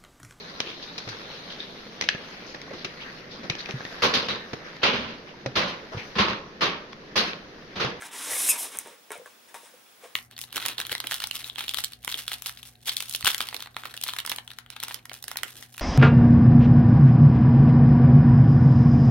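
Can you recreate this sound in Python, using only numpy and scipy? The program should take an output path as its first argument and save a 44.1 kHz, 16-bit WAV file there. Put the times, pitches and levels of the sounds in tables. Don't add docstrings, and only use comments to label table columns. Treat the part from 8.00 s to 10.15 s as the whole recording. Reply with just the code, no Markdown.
import sys
import numpy as np
from scipy import signal
from scipy.fft import rfft, irfft
from scipy.io import wavfile

SR = 44100
rng = np.random.default_rng(int(sys.argv[2]) if len(sys.argv) > 2 else 0)


def attenuation_scalar(level_db):
    decades = np.asarray(level_db, float) / 20
    return 10 ** decades


def unload_audio(sound):
    columns = np.transpose(np.atleast_2d(sound))
    steps = np.round(np.clip(columns, -1, 1) * 32767)
    wavfile.write(sys.argv[1], SR, steps.astype(np.int16))


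N = 94815
T = np.arange(N) / SR

# t/s, rubbing level/dB, extra weight on the hollow body/dB
STROKES = [
    [(0, -66.5, 3), (.01, -50, 5.5), (.065, -42.5, -3), (.105, -63, 11)],
    [(.112, -53, 4), (.13, -41.5, -3), (.25, -34, -7.5), (.33, -30.5, -9), (.484, -27, -13.5),
     (.49, -28, -11.5), (.512, -28, -13), (.562, -37, -2.5)],
    [(.6, -32.5, -14.5), (.65, -36, -5.5), (.705, -49, -2), (.76, -44, 0.5), (.783, -54, 5.5),
     (.796, -43.5, -4.5), (.84, -53, -3.5)],
    [(.87, -50.5, 1.5), (.95, -60, 3.5), (1.02, -77, 5)],
]
# t/s, level/dB, weight/dB, attack/s, fade/(dB per s)
SCUFFS = [
    (1.108, -56, -8, 0.0018, 157),
    (1.118, -43, 5, 0.0022, 262),
    (1.261, -55, 2.5, 0.0029, 216),
    (1.487, -57.5, 1, .015, 200),
    (1.545, -45.5, 1.5, 0.0053, 267),
    (1.66, -54.5, -2, 0.16, 206),
    (2.045, -53, 2.5, 0.064, 221),
]
# f/Hz, level/dB per Hz
BEAD_HISS = [(2000, -8.5), (3500, 0), (5900, 1), (7300, -0.5), (8000, 1.5), (10300, 0.5), (12500, -12),
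             (15600, -11.5), (16300, -47)]
# f/Hz, width/Hz, level/dB
BEAD_PEAKS = [(8300, 800, 1), (9520, 1050, 6), (10500, 1700, 7), (6170, 370, -12), (11400, 780, -6)]
# f/Hz, level/dB per Hz
BODY_DRAG = [(50, -44), (150, -18), (300, -4), (480, -14), (1000, -4.5), (2300, -7.5), (3800, -7.5),
             (5500, -48)]
# f/Hz, level/dB, time to fall 60 dB/s
SHELL = [(202, 7, 0.42), (430, -6.5, 0.12), (496.4, -2, 0.085), (590, -5, 0.11), (687, -5.5, 0.052),
         (805, -5, 0.03), (925.4, -2.5, 0.1), (1100, 0, 0.045), (1400, -4.5, 0.055), (1565, -8, 0.081),
         (1686, -2, 0.04), (1885, -1, 0.019), (2194, 1, 0.033), (2370, -24.5, 0.044)]
# f/Hz, width/Hz, level/dB, delay/ms, hold/s
SQUEAK = [(2520, 210, -33, 11.2, 0.025), (2580, 680, -34.5, 1.1, .01), (5230, 390, -34, 3, 0.014),
          (2560, 150, -41.5, 68, .004), (5270, 200, -33.5, 18, 0.0075), (6530, 300, -27, 5, 0.01),
          (7720, 360, -30, 4.3, 0.015), (8630, 670, -23.5, 7.9, 0.018), (10070, 870, -23.5, 0.8, 0.014),
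          (11500, 1000, -23, 2.6, 0.0083), (12900, 370, -28.5, 5.3, 0.011), (14600, 970, -32.5, 3, 0.013)]
# t/s, peak level/dB, brightness/dB per octave
SNAPS = [(.012, -31.5, -4.5), (0.0215, -28.5, -9.5), (.45, -13, 0), (.488, -24, -12.5), (0.753, -40, 0),
         (0.772, -21, 1), (0.7878, -9, -0.5), (0.793, -28, 0), (0.7952, -25, 0), (.81, -40, 0),
         (.873, -32.5, 0), (1.105, -33, -9), (1.1186, -21.5, -1), (1.151, -48, 0), (1.178, -36, 0),
         (1.26, -40, 2), (1.543, -30, -5)]
# f/Hz, level/dB, time to fall 60 dB/s
SNAP_RINGS = [(6150, -3.5, 0.0074), (8040, 0, 0.0074), (8500, 5, 0.0056), (9760, 11, 0.0023),
              (11830, 1, 0.0036), (14700, 3, 0.0028), (2070, -8.5, 0.0042)]
# t/s, peak level/dB, favoured f/Hz, reach/octaves, contact fall of 60 dB/s
KNOCKS = [(.006, -24, 1730, 0.12, 0.039), (0.0227, -21.5, 1560, 0.5, 0.035), (0.031, -29, 1580, 0.22, .06),
          (.274, -30, 805, 2.1, 0.058), (0.316, -23.5, 700, 1.25, 0.0097), (0.75, -34, 600, 2.5, .03),
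          (.86, -33, 590, 1.8, 0.041), (.873, -31.5, 590, 1, 0.055), (.9, -33.5, 415, 0.29, .03),
          (.987, -46, 450, 0.69, .02), (1.106, -28, 1500, 1.7, 0.0034), (1.1055, -19, 425, .12, 0.01),
          (1.118, -26, 1510, 1.06, 0.059), (1.121, -30.5, 430, .15, 0.022), (1.155, -25, 645, 0.4, 0.01),
          (1.166, -28.5, 495, 0.15, 0.035), (1.197, -25, 503, 0.24, 0.02), (1.216, -26.5, 500, 0.21, 0.02),
          (1.259, -29, 1640, 0.25, 0.01), (1.2595, -34, 1100, 0.26, .01), (1.2599, -27, 507, 0.26, 0.023),
          (1.276, -33, 1100, 0.27, .02), (1.543, -24, 790, 0.21, 0.0081), (1.544, -30.5, 1580, 1.1, 0.023),
          (1.551, -22.5, 920, 0.29, 0.088), (1.56, -31.5, 520, 0.33, .03), (1.607, -38, 900, 0.36, 0.052),
          (1.632, -36, 523, 0.4, 0.03), (1.66, -43, 810, 0.43, .04), (1.737, -35, 495, 0.19, 0.034),
          (1.772, -47, 503, 0.18, .03), (2.014, -42, 1920, 0.26, .03), (2.026, -40, 1030, 0.34, 0.018),
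          (2.035, -27.5, 507, 0.16, 0.02), (2.047, -25.5, 690, .3, .015), (2.054, -30, 500, 0.15, 0.02),
          (2.059, -32, 1090, 0.4, 0.033), (2.081, -39.5, 505, 0.15, .03), (2.123, -53, 475, 0.17, .02)]
# t/s, level/dB, f/Hz
THUMPS = [
    (0.053, -62, 149),
    (0.32, -56.5, 110),
    (.775, -65, 95),
    (.85, -64, 160),
    (1.111, -61, 189),
    (1.183, -59, 176),
]
# f/Hz, level/dB per Hz
HUSH = [(25, -30), (70, -7.5), (130, -5.5), (230, 3.5), (500, 4.5), (1300, 3), (7700, -5), (16000, -6.5)]
# f/Hz, side minus middle/dB
HUSH_SIDE = [(30, -8), (150, -15.5), (500, -1), (5000, 0), (8000, -1), (15000, -26)]
# f/Hz, width/Hz, level/dB
WHINES = [(3400, 200, -73), (5300, 250, -75), (2500, 250, -73)]
# t/s, f/Hz, level/dB
MOTOR_WHINE = [(0, 10670, -85), (1.5, 10250, -74), (1.6, 10600, -64), (1.839, 10250, -72),
               (1.89, 10660, -68), (2.02, 11300, -66), (2.15, 11000, -70)]


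def rms_one(x):
    return x / np.sqrt(np.mean(x ** 2) + 1e-20)


def colour(x, points):
    hz, db = np.transpose(points)
    f = np.fft.rfftfreq(N, 1 / SR) + 1
    gain = attenuation_scalar(np.interp(np.log(f), np.log(hz), db, left=db[0] - 38))
    return rms_one(irfft(rfft(x) * gain, N))


def drift(rate):
    r = np.exp(-2 * np.pi * rate / SR)
    walk = signal.lfilter([1], [1, -2 * r, r * r], rng.standard_normal(N + SR))
    return rms_one(walk[SR:])


def resonate(x, hz, width_hz):
    r = np.exp(-np.pi * width_hz / SR)
    top = np.array([1, 0, -1]) * (1 - r * r) / 2
    return signal.lfilter(top, [1, -2 * r * np.cos(2 * np.pi * hz / SR), r * r], x + 1e-18)


def ring(clicks, hz, t60):
    r, w = attenuation_scalar(-60 / (t60 * SR)), 2 * np.pi * hz / SR
    return signal.lfilter([0, np.sin(w)], [1, -2 * r * np.cos(w), r * r], clicks + 1e-18)


def above(x, hz, order):
    return signal.sosfilt(signal.butter(order, hz, "high", fs=SR, output="sos"), x)


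def grains(per_s, spread_db, clump_db):
    sizes = attenuation_scalar(spread_db * np.minimum(rng.exponential(1, N), 5)) * rng.choice([-1, 1], N)
    chance = per_s * attenuation_scalar(clump_db * drift(60)) / SR
    return sizes * (rng.random(N) < chance)


def bead_hiss(face):
    slips_per_s, spread_db = 7500, 2.1
    slips = grains(slips_per_s, spread_db, clump_db=1.77)
    tuned = 0
    for hz, width, db in BEAD_PEAKS:
        band = resonate(grains(slips_per_s, spread_db, clump_db=3.0), hz, width)
        tuned = tuned + attenuation_scalar(db + 5.0 * drift(3.3)) * rms_one(band)
    share = attenuation_scalar(3.5) * (face / face.max()) ** 0.4
    return (colour(slips, BEAD_HISS) + share * rms_one(tuned)) / np.sqrt(1 + share ** 2)


def wall_drag():
    wall_ring_db = -6
    catches = grains(4000, 2.5, clump_db=2.0)
    walls = 0
    for hz, db, t60 in SHELL[1:]:
        mode = resonate(resonate(catches, hz, 5.8 / t60), hz, hz)
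        walls = walls + attenuation_scalar(db + 6.8 * drift(7.9)) * rms_one(mode)
    return rms_one(colour(catches, BODY_DRAG) + attenuation_scalar(wall_ring_db) * rms_one(walls))


def rubbing():
    s, level_db, weight_db = np.transpose(np.concatenate(STROKES))
    face = attenuation_scalar(np.interp(T, s, level_db, right=-99))
    wall = face * attenuation_scalar(np.interp(T, s, weight_db))
    light = 0
    for peak_s, db, scuff_weight_db, attack_s, fade in SCUFFS:
        rise = np.clip((T - peak_s) / attack_s + 1, 0, 1) ** 2
        shape = attenuation_scalar(db - fade * np.maximum(T - peak_s, 0)) * rise
        face = np.hypot(face, shape)
        light = np.hypot(light, shape * attenuation_scalar(scuff_weight_db))
    drag = wall_drag()
    return face * bead_hiss(face) + wall * drag + light * above(drag, 393, 4)


def squeak():
    squeak_s, attack_s, t60_s = .487, .004, 0.081
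    cycle_hz, sag_per_s, waver = 1298, .4, 0.0121
    locked_share = .42
    pitch_hz = cycle_hz * (1 - sag_per_s * (T - squeak_s) + waver * drift(115))
    cycle = 2 * np.pi * np.cumsum(pitch_hz) / SR
    out = 0
    for hz, width, db, delay_ms, hold in SQUEAK:
        start = squeak_s + delay_ms / 1000
        rise = np.clip((T - start) / attack_s + 1, 0, 1)
        fall = attenuation_scalar(-60 * np.maximum(T - start - hold, 0) / t60_s)
        loose = rms_one(resonate(resonate(rng.standard_normal(N), hz, width), hz, 2 * width))
        tone = np.sin(round(hz / cycle_hz) * cycle + rng.uniform(0, 2 * np.pi))
        locked = np.sqrt(2) * attenuation_scalar(1.8 * drift(90.4)) * tone
        mix = np.sqrt(locked_share) * locked + np.sqrt(1 - locked_share) * loose
        out = out + attenuation_scalar(db) * rise * fall * mix
    return out


def snaps():
    s, db, tilt_db = np.transpose(SNAPS)
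    spread_db = rng.normal(0, 1.4, (len(s), len(SNAP_RINGS)))
    out = 0
    for k, (hz, mode_db, t60) in enumerate(SNAP_RINGS):
        clicks = np.zeros(N)
        bright_db = tilt_db * np.log2(hz / 9000)
        clicks[(s * SR).astype(int)] = attenuation_scalar(db + mode_db - 11.5 + bright_db + spread_db[:, k])
        out = out + ring(clicks, hz, t60) * (-1) ** k
    return above(out, 1200, 2)


def knocks():
    first_touch, crunch, knock_db, mode_spread_db = 1.205, 0.46, -13.5, 1.5
    out, n = np.zeros(N + SR), SR // 4
    for s, db, spot_hz, reach, t60_s in KNOCKS:
        decay = attenuation_scalar(-60 * np.arange(n) / SR / max(t60_s, .003))
        contact = rng.standard_normal(n) * crunch * decay / np.sqrt(np.sum(decay ** 2))
        contact[0] += first_touch
        i = int(s * SR)
        for hz, mode_db, t60 in SHELL:
            away_db = 17.5 * (np.log2(hz / spot_hz) / reach) ** 2
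            level_db = db + knock_db + mode_db + rng.normal(0, mode_spread_db) - away_db
            out[i:i + n] += attenuation_scalar(level_db) * ring(contact, hz, t60)
    return above(out[:N], 320, 4)


def table_thumps():
    push_s, t60_s = 0.0013, 0.14
    out = 0
    for s, db, hz in THUMPS:
        push = attenuation_scalar(db) * np.exp(-((T - s) / push_s) ** 2) / (push_s * SR)
        out = out + ring(push, hz, t60_s)
    return above(out, 47, 2)


def room(x):
    t60_s, wall_cut_hz = 0.39, 4450
    out, dull = np.zeros((2, N)), np.exp(-2 * np.pi * wall_cut_hz / SR)
    lags = (rng.uniform(.006, .03, 16) * SR).astype(int)
    for k, lag in enumerate(lags):
        loop, gain, state = x.copy(), attenuation_scalar(-60 * lag / SR / t60_s), [0.]
        for i in range(lag, N, lag):
            back, state = signal.lfilter([gain * (1 - dull)], [1, -dull], loop[i - lag:i], zi=state)
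            loop[i:i + lag] += back[:N - i]
        out[k % 2] += (loop - x) * (-1) ** (k // 2)
    return out


def hush():
    level_db = -58
    mid = attenuation_scalar(level_db + drift(3.2) / 2) * colour(rng.standard_normal(N), HUSH)
    hz, db = np.transpose(HUSH_SIDE)
    f = np.fft.rfftfreq(N, 1 / SR) + 1
    other = attenuation_scalar(level_db) * colour(rng.standard_normal(N), HUSH)
    side = irfft(rfft(other) * attenuation_scalar(np.interp(np.log(f), np.log(hz), db)), N)
    return mid, side


def whines():
    out = 0
    for hz, width, db in WHINES:
        out = out + attenuation_scalar(db + 4.3 * drift(44)) * rms_one(resonate(rng.standard_normal(N), hz, width))
    s, hz, db = np.transpose(MOTOR_WHINE)
    wobble = drift(330) + 1j * drift(330)
    turning = np.exp(2j * np.pi * np.cumsum(np.interp(T, s, hz)) / SR)
    return out + attenuation_scalar(np.interp(T, s, db)) * np.real(wobble * turning)


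def screen_whistle():
    line_hz, flicker_hz, flicker, level_db = 15624.5, 50, 0.41, -63.5
    pulse = 1 + flicker * np.cos(2 * np.pi * flicker_hz * T + 1.0)
    return attenuation_scalar(level_db) * pulse * np.sin(2 * np.pi * line_hz * T)


def background():
    mid, side = hush()
    mid = mid + whines() + screen_whistle()
    return mid + side * np.array([[1], [-1]])


def scene():
    case = rubbing() + squeak() + snaps() + knocks() + table_thumps()
    wet = attenuation_scalar(-15) * room(signal.lfilter([1, -.7], [1, -.3], case))
    near = case - .65 * resonate(case, 4500, 600) + wet
    pan_db = np.interp(T, [0, 1.0, 1.5, 2.15], [0.11, .3, 2.5, 1.6])
    return near * attenuation_scalar(np.array([pan_db, -pan_db]) / 2) + background()


def roll_off(x):
    return signal.sosfilt(signal.butter(12, 16830, fs=SR, output="sos"), x)


def record(dry):
    top_hz = 15850
    steep = signal.cheby2(10, 26, top_hz + 150, fs=SR, output="sos")
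    return roll_off(signal.sosfilt(steep, dry))


dry = scene()
out = record(dry)
unload_audio(out)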